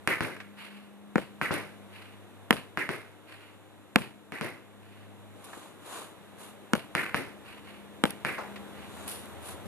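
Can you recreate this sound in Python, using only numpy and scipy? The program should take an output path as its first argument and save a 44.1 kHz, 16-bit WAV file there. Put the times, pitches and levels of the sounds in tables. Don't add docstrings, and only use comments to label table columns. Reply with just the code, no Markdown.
import sys
import numpy as np
from scipy import signal
from scipy.fft import rfft, irfft
from scipy.io import wavfile

SR = 44100
rng = np.random.default_rng(int(sys.argv[2]) if len(sys.argv) > 2 else 0)


def dump(signal):
    limited = np.clip(np.atleast_2d(signal).T, -1, 1)
    pcm = np.round(limited * 32767).astype(np.int16)
    wavfile.write(sys.argv[1], SR, pcm)


N = 426447
T = np.arange(SR) / SR
SCENE_T = np.arange(N) / SR


def amp(db):
    return 10 ** (np.asarray(db) / 20)

def unit(x):
    return x / np.sqrt(np.mean(x ** 2) + 1e-20)

def read(points, hz):
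    f, value = np.transpose(points)
    return np.interp(np.log(hz + 1), np.log(f + 1), value)

def add(mix, s, sound):
    part = mix[..., max(round(s * SR), 0):][..., :sound.shape[-1]]
    part += sound[..., :part.shape[-1]]

def fade(t60):
    return np.exp(-np.log(1000) * T / max(t60, 1e-4))

def swell(seconds):
    return 1 - np.exp(-(T / seconds) ** 2)

def ring(hz, t60):
    return np.sin(2 * np.pi * hz * T) * fade(t60)

def noise(spectrum, size=SR):
    gain = amp(read(spectrum, np.fft.rfftfreq(size, 1 / SR)))
    return unit(irfft(rfft(rng.standard_normal((2, size))) * gain, size))

def flutter(depth_db, rate, size=SR):
    steps = np.arange(size) * rate / SR
    return unit(amp(depth_db * np.interp(steps, np.arange(size), rng.standard_normal(size))))

def click(spectrum, tilt_db, size=SR):
    hz = abs(np.fft.fftfreq(size, 1 / SR))
    log_gain = np.log(amp(read(spectrum, hz) + tilt_db * np.log2(np.maximum(hz / 1500, 1))))
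    pulse = np.fft.ifft(np.exp(np.conj(signal.hilbert(log_gain)))).real
    return pulse / abs(pulse).max()

def low_cut(x, hz):
    return signal.sosfilt(signal.butter(2, hz, "highpass", fs=SR, output="sos"), x)


# frequency in Hz, relative level in dB.
WASH_SPECTRUM = [(25, -36), (65, -14.5), (110, -9.5), (200, -8), (300, -6.5), (480, -9), (900, -12.5),
                 (1600, -18), (2860, -23), (3630, -20.5), (4850, -37.5), (7000, -32.5), (10000, -29.5),
                 (14000, -34)]
RUMBLE_SPECTRUM = [(25, -41), (55, -44), (75, 11), (95, 2), (140, -40), (300, -20), (1000, -74)]
# time in seconds, relative level in dB.
WASH_LEVELS = [(0, -57.5), (1.0, -60), (1.6, -56.5), (3.3, -59), (4.4, -60.5), (5.6, -56.5), (7.9, -55),
               (8.5, -51), (9.67, -50.5)]

def outdoor_wash(gain_db=4, rumble_db=-84):
    level = amp(gain_db + np.interp(SCENE_T, *np.transpose(WASH_LEVELS)))
    wash = level * noise(WASH_SPECTRUM, size=N) * flutter(0.12, 13, size=N)
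    return wash + amp(rumble_db) * noise(RUMBLE_SPECTRUM, size=N)


# time in seconds, relative levels of the fundamental and of its octave in dB.
ENGINE_LEVELS = [(0.0, -60, -63), (0.48, -61, -56.5), (0.89, -79, -54.5), (1.37, -64, -55),
                 (2.26, -58.5, -64), (2.72, -63, -72), (3.39, -62.5, -74), (4.12, -69, -63),
                 (5.25, -56, -61.5), (5.41, -65, -68), (7.92, -66, -58), (8.24, -65, -59),
                 (8.56, -67, -53.5), (9.67, -58, -60)]

def far_engine(hz=101.8, fundamental_gain_db=4, octave_gain_db=3, third_db=-66.5):
    times, *columns = np.transpose(ENGINE_LEVELS)
    fundamental_db, octave_db = (np.interp(SCENE_T, times, column) for column in columns)
    levels = [fundamental_db + fundamental_gain_db, octave_db + octave_gain_db, third_db]
    phase = 2 * np.pi * np.cumsum(hz * flutter(.09, 15, size=N)) / SR
    out = np.zeros((2, N))
    for order, db in enumerate(levels, 1):
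        out[0] += np.sqrt(2) * amp(db) * np.sin(order * phase) * flutter(1.8, 12, size=N)
    return out


# frequency in Hz, relative level in dB.
CHATTER_SPECTRUM = [(100, -22), (600, -16), (1000, -6.5), (1500, -1), (1850, -4), (2060, 1), (2300, -1.5),
                    (2700, -6.5), (3300, -16), (6000, -31.5), (8000, -27.5), (10000, -23), (14000, -29)]
FRAME_MODES = [(1520, -17), (1630, -17), (1793, -15), (1960, -16), (2045, -13), (2120, -16)]

def rattle(t60):
    chatter = noise(CHATTER_SPECTRUM) * flutter(3.2, 300)
    frame = sum(amp(db) * rng.standard_normal((2, 1)) * np.sin(2 * np.pi * (hz * T + rng.random()))
                for hz, db in FRAME_MODES)
    return (chatter + frame) * fade(t60)


# frequency in Hz, relative level in dB.
BANG_SPECTRUM = [(50, -20), (170, -2), (420, -10), (900, 0.5), (1500, 4.5), (2300, 0), (3300, -8),
                 (6500, -25), (10000, -16), (14000, -36)]
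BOOM_SPECTRUM = [(40, -33), (75, -29), (110, 7), (175, -4), (260, 3.5), (400, 3), (700, -4.5), (1300, -9.5),
                 (4000, -16.5), (14000, -48)]
CLATTER_SPECTRUM = [(500, -30), (1300, -26), (1750, 13), (2300, 9), (2900, -20), (5000, -23), (14000, -40)]
ECHO_SPECTRUM = [(200, -23), (900, -3.5), (1900, 0.5), (2900, 2), (3500, -7.5), (4300, -8), (6000, -26),
                 (10000, -14.5), (14000, -24)]
LEAF_SPECTRUM = [(880, -28), (1500, -16), (2040, -15), (2260, -11), (3380, -8.5), (6750, -19.5),
                 (8220, -12), (9280, -4), (10700, -5), (14000, -16)]
# frequency in Hz, relative level in dB, t60 in seconds.
BOARD_MODES = [(96.3, -7, 0.23), (159.4, -11.5, 0.45)]
# start in seconds, crack level in dB, treble tilt in dB per octave, rattle level in dB,
# rattle t60 in seconds, boom level in dB, delay until the loose half swings back in seconds.
TABLE_IMPACTS = [(0.0752, -5, 2, -24, 0.4, -31, 0.034), (0.2072, -12, -0.5, -36, 0.62, -30, 0.032),
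                 (1.4144, -11.5, -5, -27, 0.36, -34.5, 0.035), (1.508, -17.5, -25, -33, 0.47, -28, 0.04),
                 (2.7739, -13, -2.5, -26.5, 0.25, -36, .03), (2.8914, -14, -1, -36.5, 0.5, -34.5, 0.014),
                 (4.322, -23.5, 0, -38, 0.57, -41.5, .026), (4.4116, -17, 1, -37.5, 0.46, -33, 0.041),
                 (6.9517, -8, 1.5, -27, 0.51, -32, 0.022), (7.1450, -8.5, -2, -33.5, 0.44, -31, 0.018),
                 (8.2493, -11, -0.5, -30, 0.52, -34.5, 0)]

def table_bangs(bounce_db=-11, near_db=-24, near_delay_s=0.016, far_db=-17, far_delay_s=.47):
    direct, scattered = np.zeros(N), np.zeros((2, N))
    for s, crack_db, tilt_db, rattle_db, t60, boom_db, swing_s in TABLE_IMPACTS:
        crack = amp(crack_db) * click(BANG_SPECTRUM, tilt_db)
        flex = sum(amp(db) * ring(hz, decay) for hz, db, decay in BOARD_MODES) * swell(0.0079)
        air_push = amp(15) * ring(hz=179, t60=0.023) * swell(0.0014)
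        add(direct, s, crack + amp(boom_db) * (air_push + flex))
        add(direct, s + rng.uniform(0.00372, .008), amp(bounce_db) * crack)
        chatter = rattle(t60) * (.4 + .75 * swell(.03))
        boom = noise(BOOM_SPECTRUM) * fade(0.46) * swell(0.004)
        add(scattered, s, amp(rattle_db) * chatter + amp(boom_db) * boom)
        clatter = noise(CLATTER_SPECTRUM) * swell(0.0036) * fade(0.21) * flutter(2.5, 360)
        add(scattered, s + swing_s, amp(rattle_db - 1.5) * clatter)
        wall = amp(crack_db + near_db) * noise(ECHO_SPECTRUM) * fade(0.013)
        foliage = amp(boom_db - 13) * noise(LEAF_SPECTRUM) * fade(0.38) * flutter(5.1, 300)
        add(scattered, s + near_delay_s, wall + foliage)
        houses = noise(ECHO_SPECTRUM) * swell(0.085) * fade(0.48) * flutter(2.5, 150)
        add(scattered, s + far_delay_s, amp((rattle_db + crack_db) / 2 + far_db) * houses)
    return direct, scattered


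# start in seconds, level in dB, centre frequency in Hz, t60 in seconds.
SOFT_IMPACTS = [(.402, -39.5, 1970, 0.088), (5.359, -47.5, 348, 0.13), (5.532, -39.5, 1210, 0.068),
                (5.570, -40.5, 397, 0.058), (8.382, -33, 940, 0.31), (8.559, -40.5, 2080, 0.094),
                (9.658, -37, 178, 0.052)]

def knocks():
    out = np.zeros((2, N))
    for s, db, hz, t60 in SOFT_IMPACTS:
        band = [(hz / 8, -22), (hz / 2, -5), (hz, 0), (hz * 1.47, -5), (hz * 3, -22), (hz * 10, -36)]
        add(out, s, amp(db) * 1.06 * noise(band) * fade(t60) * swell(0.00017))
    return out


# frequency in Hz, relative level in dB.
SLAP_SPECTRUM = [(60, -24.5), (140, -5.5), (330, 6.5), (500, 10), (800, -0.5), (1400, 4.5), (2300, -4),
                 (3200, -11.5), (5500, -19), (8000, -19), (10500, -23), (14000, -35.5)]
SNAP_SPECTRUM = [(1000, -20), (2700, 12), (4000, 9), (5400, -22), (8000, -7), (10000, -0.5), (12000, 1),
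                 (14000, -28)]
COVER_SPECTRUM = [(100, -17), (250, 11), (380, -5.5), (800, 3), (1400, -6.5), (2300, -7.5), (3300, -33),
                  (14000, -62)]
YARD_SPECTRUM = [(40, -38), (110, 4), (200, 4.5), (500, -6.5), (900, -7.5), (1600, -14.5), (3000, -12.5),
                 (6000, -31), (10000, -25), (14000, -33)]
# frequency in Hz, relative level in dB, t60 in seconds.
CAVITY_MODES = [(350, -12, .025), (495, -18, .06), (1060, -31, .025), (1450, -28, .025)]
# start in seconds, palm level in dB, thump level in dB, treble tilt in dB per octave,
# pop frequency in Hz, pop level in dB, near echo delay in seconds, near echo gain in dB.
HAND_IMPACTS = [(1.1577, -10.5, -7.5, -5.5, 1370, -23, 0.024, -6.5),
                (2.5078, -4, -8, 1, 1950, -4.5, 0.02, -14.5), (3.9593, -5, -8.5, 0, 2430, -6.5, 0.027, -25),
                (6.7345, -10, -9, 2, 1450, -13.5, 0.018, -10.5),
                (8.0384, -9.5, -9.5, 2.4, 1380, -14, 0.016, -7.5)]

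def slaps(thump_hz=200, ground_db=-24, scatter_db=-19, tail_db=-30, wall_db=-37, wall_delay_s=0.059):
    direct, scattered = np.zeros(N), np.zeros((2, N))
    cavity = sum(amp(db) * ring(hz, t60) for hz, db, t60 in CAVITY_MODES)
    thump = -1.25 * ring(thump_hz, t60=.03) * swell(.0022)
    for s, palm_db, thump_db, tilt_db, pop_hz, pop_db, near_delay_s, near_db in HAND_IMPACTS:
        contact = amp(palm_db) * .1 * rng.standard_normal(SR) * fade(.012)
        contact[0] = amp(palm_db)
        add(contact, 0.00128, amp([palm_db - 16]))
        crack = signal.fftconvolve(contact, click(SLAP_SPECTRUM, tilt_db))[:SR]
        pop = amp(pop_db) * ring(pop_hz, t60=0.0062)
        snap = amp(palm_db + 1.44 * tilt_db - 8.5) * noise(SNAP_SPECTRUM)[0] * fade(0.0076)
        cover = amp(palm_db - 15) * noise(COVER_SPECTRUM)[0] * fade(0.061) * swell(0.0021)
        blow = crack + pop + snap + cover + amp(thump_db) * (thump + cavity)
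        add(direct, s, blow)
        add(direct, s + 0.0022, amp(ground_db) * blow)
        hollow = amp(thump_db - 5) * ring(hz=544, t60=0.018)
        add(direct, s + near_delay_s, amp(near_db) * (low_cut(blow, hz=373) + hollow))
        level_db = (palm_db + thump_db) / 2
        yard_decay = amp(scatter_db) * fade(0.15) + amp(tail_db) * fade(0.45)
        yard = noise(YARD_SPECTRUM) * yard_decay * swell(0.021) * flutter(3, 400)
        add(scattered, s, amp(level_db) * yard)
        wall = noise(ECHO_SPECTRUM) * (fade(0.3) + 1.9 * fade(0.01))
        add(scattered, s + wall_delay_s, amp(palm_db + wall_db) * wall)
        foliage = noise(LEAF_SPECTRUM) * fade(0.25)
        add(scattered, s + near_delay_s, amp(level_db + 2 * tilt_db - 40) * foliage)
    return direct, scattered


# frequency in Hz, relative level in dB.
HISS_SPECTRUM = [(5000, -53), (6600, -17), (7300, -1), (7900, -36), (10000, -45)]

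def faint_hiss(start_s=3.1, length_s=2.6, db=-82):
    out = np.zeros((2, N))
    size = round(length_s * SR)
    add(out, start_s, amp(db) * noise(HISS_SPECTRUM, size) * signal.windows.tukey(size, .2))
    return out


# frequency in Hz, relative level in dB.
CLOTH_SPECTRUM = [(88, -55), (150, -9), (297, -4), (515, -3.5), (588, -3), (828, -1.5), (1080, 1),
                  (2020, -11.5), (3850, -8.5), (5520, -26), (6680, -11.5), (9400, -16), (14000, -78)]
# peak time, rise time and fall time in seconds, swish level and fizz level in dB.
SLEEVE_STROKES = [(5.55, .17, 0.2, -50.5, -57), (5.94, 0.1, 0.15, -42, -47),
                  (6.418, 0.046, 0.12, -50.5, -53), (9.0, 0.14, 0.31, -49, -56),
                  (9.48, 0.063, 0.084, -46.5, -46)]

def jacket(edge_db=-13):
    out = np.zeros((2, N))
    from_peak = T - .5
    for s, rise, fall, swish_db, fizz_db in SLEEVE_STROKES:
        stroke = amp(edge_db * (from_peak / np.where(from_peak < 0, rise, fall)) ** 2)
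        rub = amp(swish_db) * noise(CLOTH_SPECTRUM) + amp(fizz_db) * noise(LEAF_SPECTRUM)
        add(out, s + from_peak[0], rub * stroke * flutter(1.5, 205))
    return out


# start in seconds, level in dB, t60 in seconds.
BRUSH_CONTACTS = [(5.443, -44.5, 0.1), (8.106, -22, 0.012), (9.076, -35, 0.37), (9.105, -40, 0.48),
                  (9.257, -42, .03)]

def brushes():
    out = np.zeros((2, N))
    for s, db, t60 in BRUSH_CONTACTS:
        add(out, s, amp(db) * noise(LEAF_SPECTRUM) * fade(t60) * swell(0.00021) * flutter(4, 380))
    return out


# time in seconds, firing rate in Hz.
FIRING_RATES = [(5.9, 97), (6.4, 78), (7.3, 76), (8.3, 81.7), (9.67, 84.7)]

def vehicle(start_s=6.6, fade_in_s=.3, growth_db_per_s=6, tone_db=-71.5, rumble_db=-78.5):
    elapsed = SCENE_T - start_s
    nearness = np.clip(elapsed / fade_in_s, 0, 1) * amp(growth_db_per_s * elapsed)
    phase = 2 * np.pi * np.cumsum(np.interp(SCENE_T, *np.transpose(FIRING_RATES))) / SR
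    out = amp(rumble_db) * noise(RUMBLE_SPECTRUM, size=N)
    out[0] += amp(tone_db) * np.sqrt(2) * np.sin(phase) * flutter(2.0, 7.9, size=N)
    return out * nearness


# frequency in Hz, phase lead of the left port in radians.
LEFT_PHASE_LEAD = [(80, 2.4), (250, 1.4), (500, .7), (900, 0), (1500, -.5), (2000, -.1), (2800, 1.4),
                   (3500, 3), (5000, 5.2), (6400, 7.5), (8500, 3.1), (11200, -3.1), (14000, -9)]
# frequency in Hz, left level minus right level in dB.
LEVEL_DIFFERENCE = [(120, 1), (300, 3.5), (520, 5), (1000, 2), (1600, -1), (2400, -3.6), (3800, .5),
                    (14000, -.5)]
# frequency in Hz, coherence of scattered sound between the ports from 0 to 1.
COHERENCE = [(100, 1), (300, 0.92), (800, 0.57), (1600, 1), (2300, 0.25), (3100, 0.83), (5000, 0.028),
             (14000, 0.27)]

def microphone_ports(direct, scattered, side_db=3):
    hz = np.fft.rfftfreq(N, 1 / SR)
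    shared = rfft(low_cut(direct, hz=83))
    diffuse_left, independent = rfft(scattered)
    coherence = np.clip(read(COHERENCE, hz), 0, 1)
    diffuse_right = coherence * diffuse_left + np.sqrt(1 - coherence ** 2) * independent
    balance = amp(read(LEVEL_DIFFERENCE, hz) / 2)
    side = amp(side_db / 2 * read([(100, 0), (250, 1), (1000, 1), (1800, 0)], hz))
    left = shared * side + diffuse_left
    right = (shared / side + diffuse_right) * np.exp(-1j * read(LEFT_PHASE_LEAD, hz))
    return irfft(np.array([left * balance, right / balance]), N)


def scene():
    background = outdoor_wash() + far_engine()
    boards, boards_scattered = table_bangs()
    hand, hand_scattered = slaps()
    surroundings = background + knocks() + faint_hiss() + jacket() + brushes() + vehicle()
    return microphone_ports(boards + hand, boards_scattered + hand_scattered + surroundings)

def record(dry, cutoff_hz=14000):
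    lowpass = signal.firwin(301, cutoff_hz, window=("kaiser", 8), fs=SR)
    return signal.oaconvolve(np.clip(dry, -1, 1), lowpass[None], "same")


dry = scene()
out = record(dry)
dump(out)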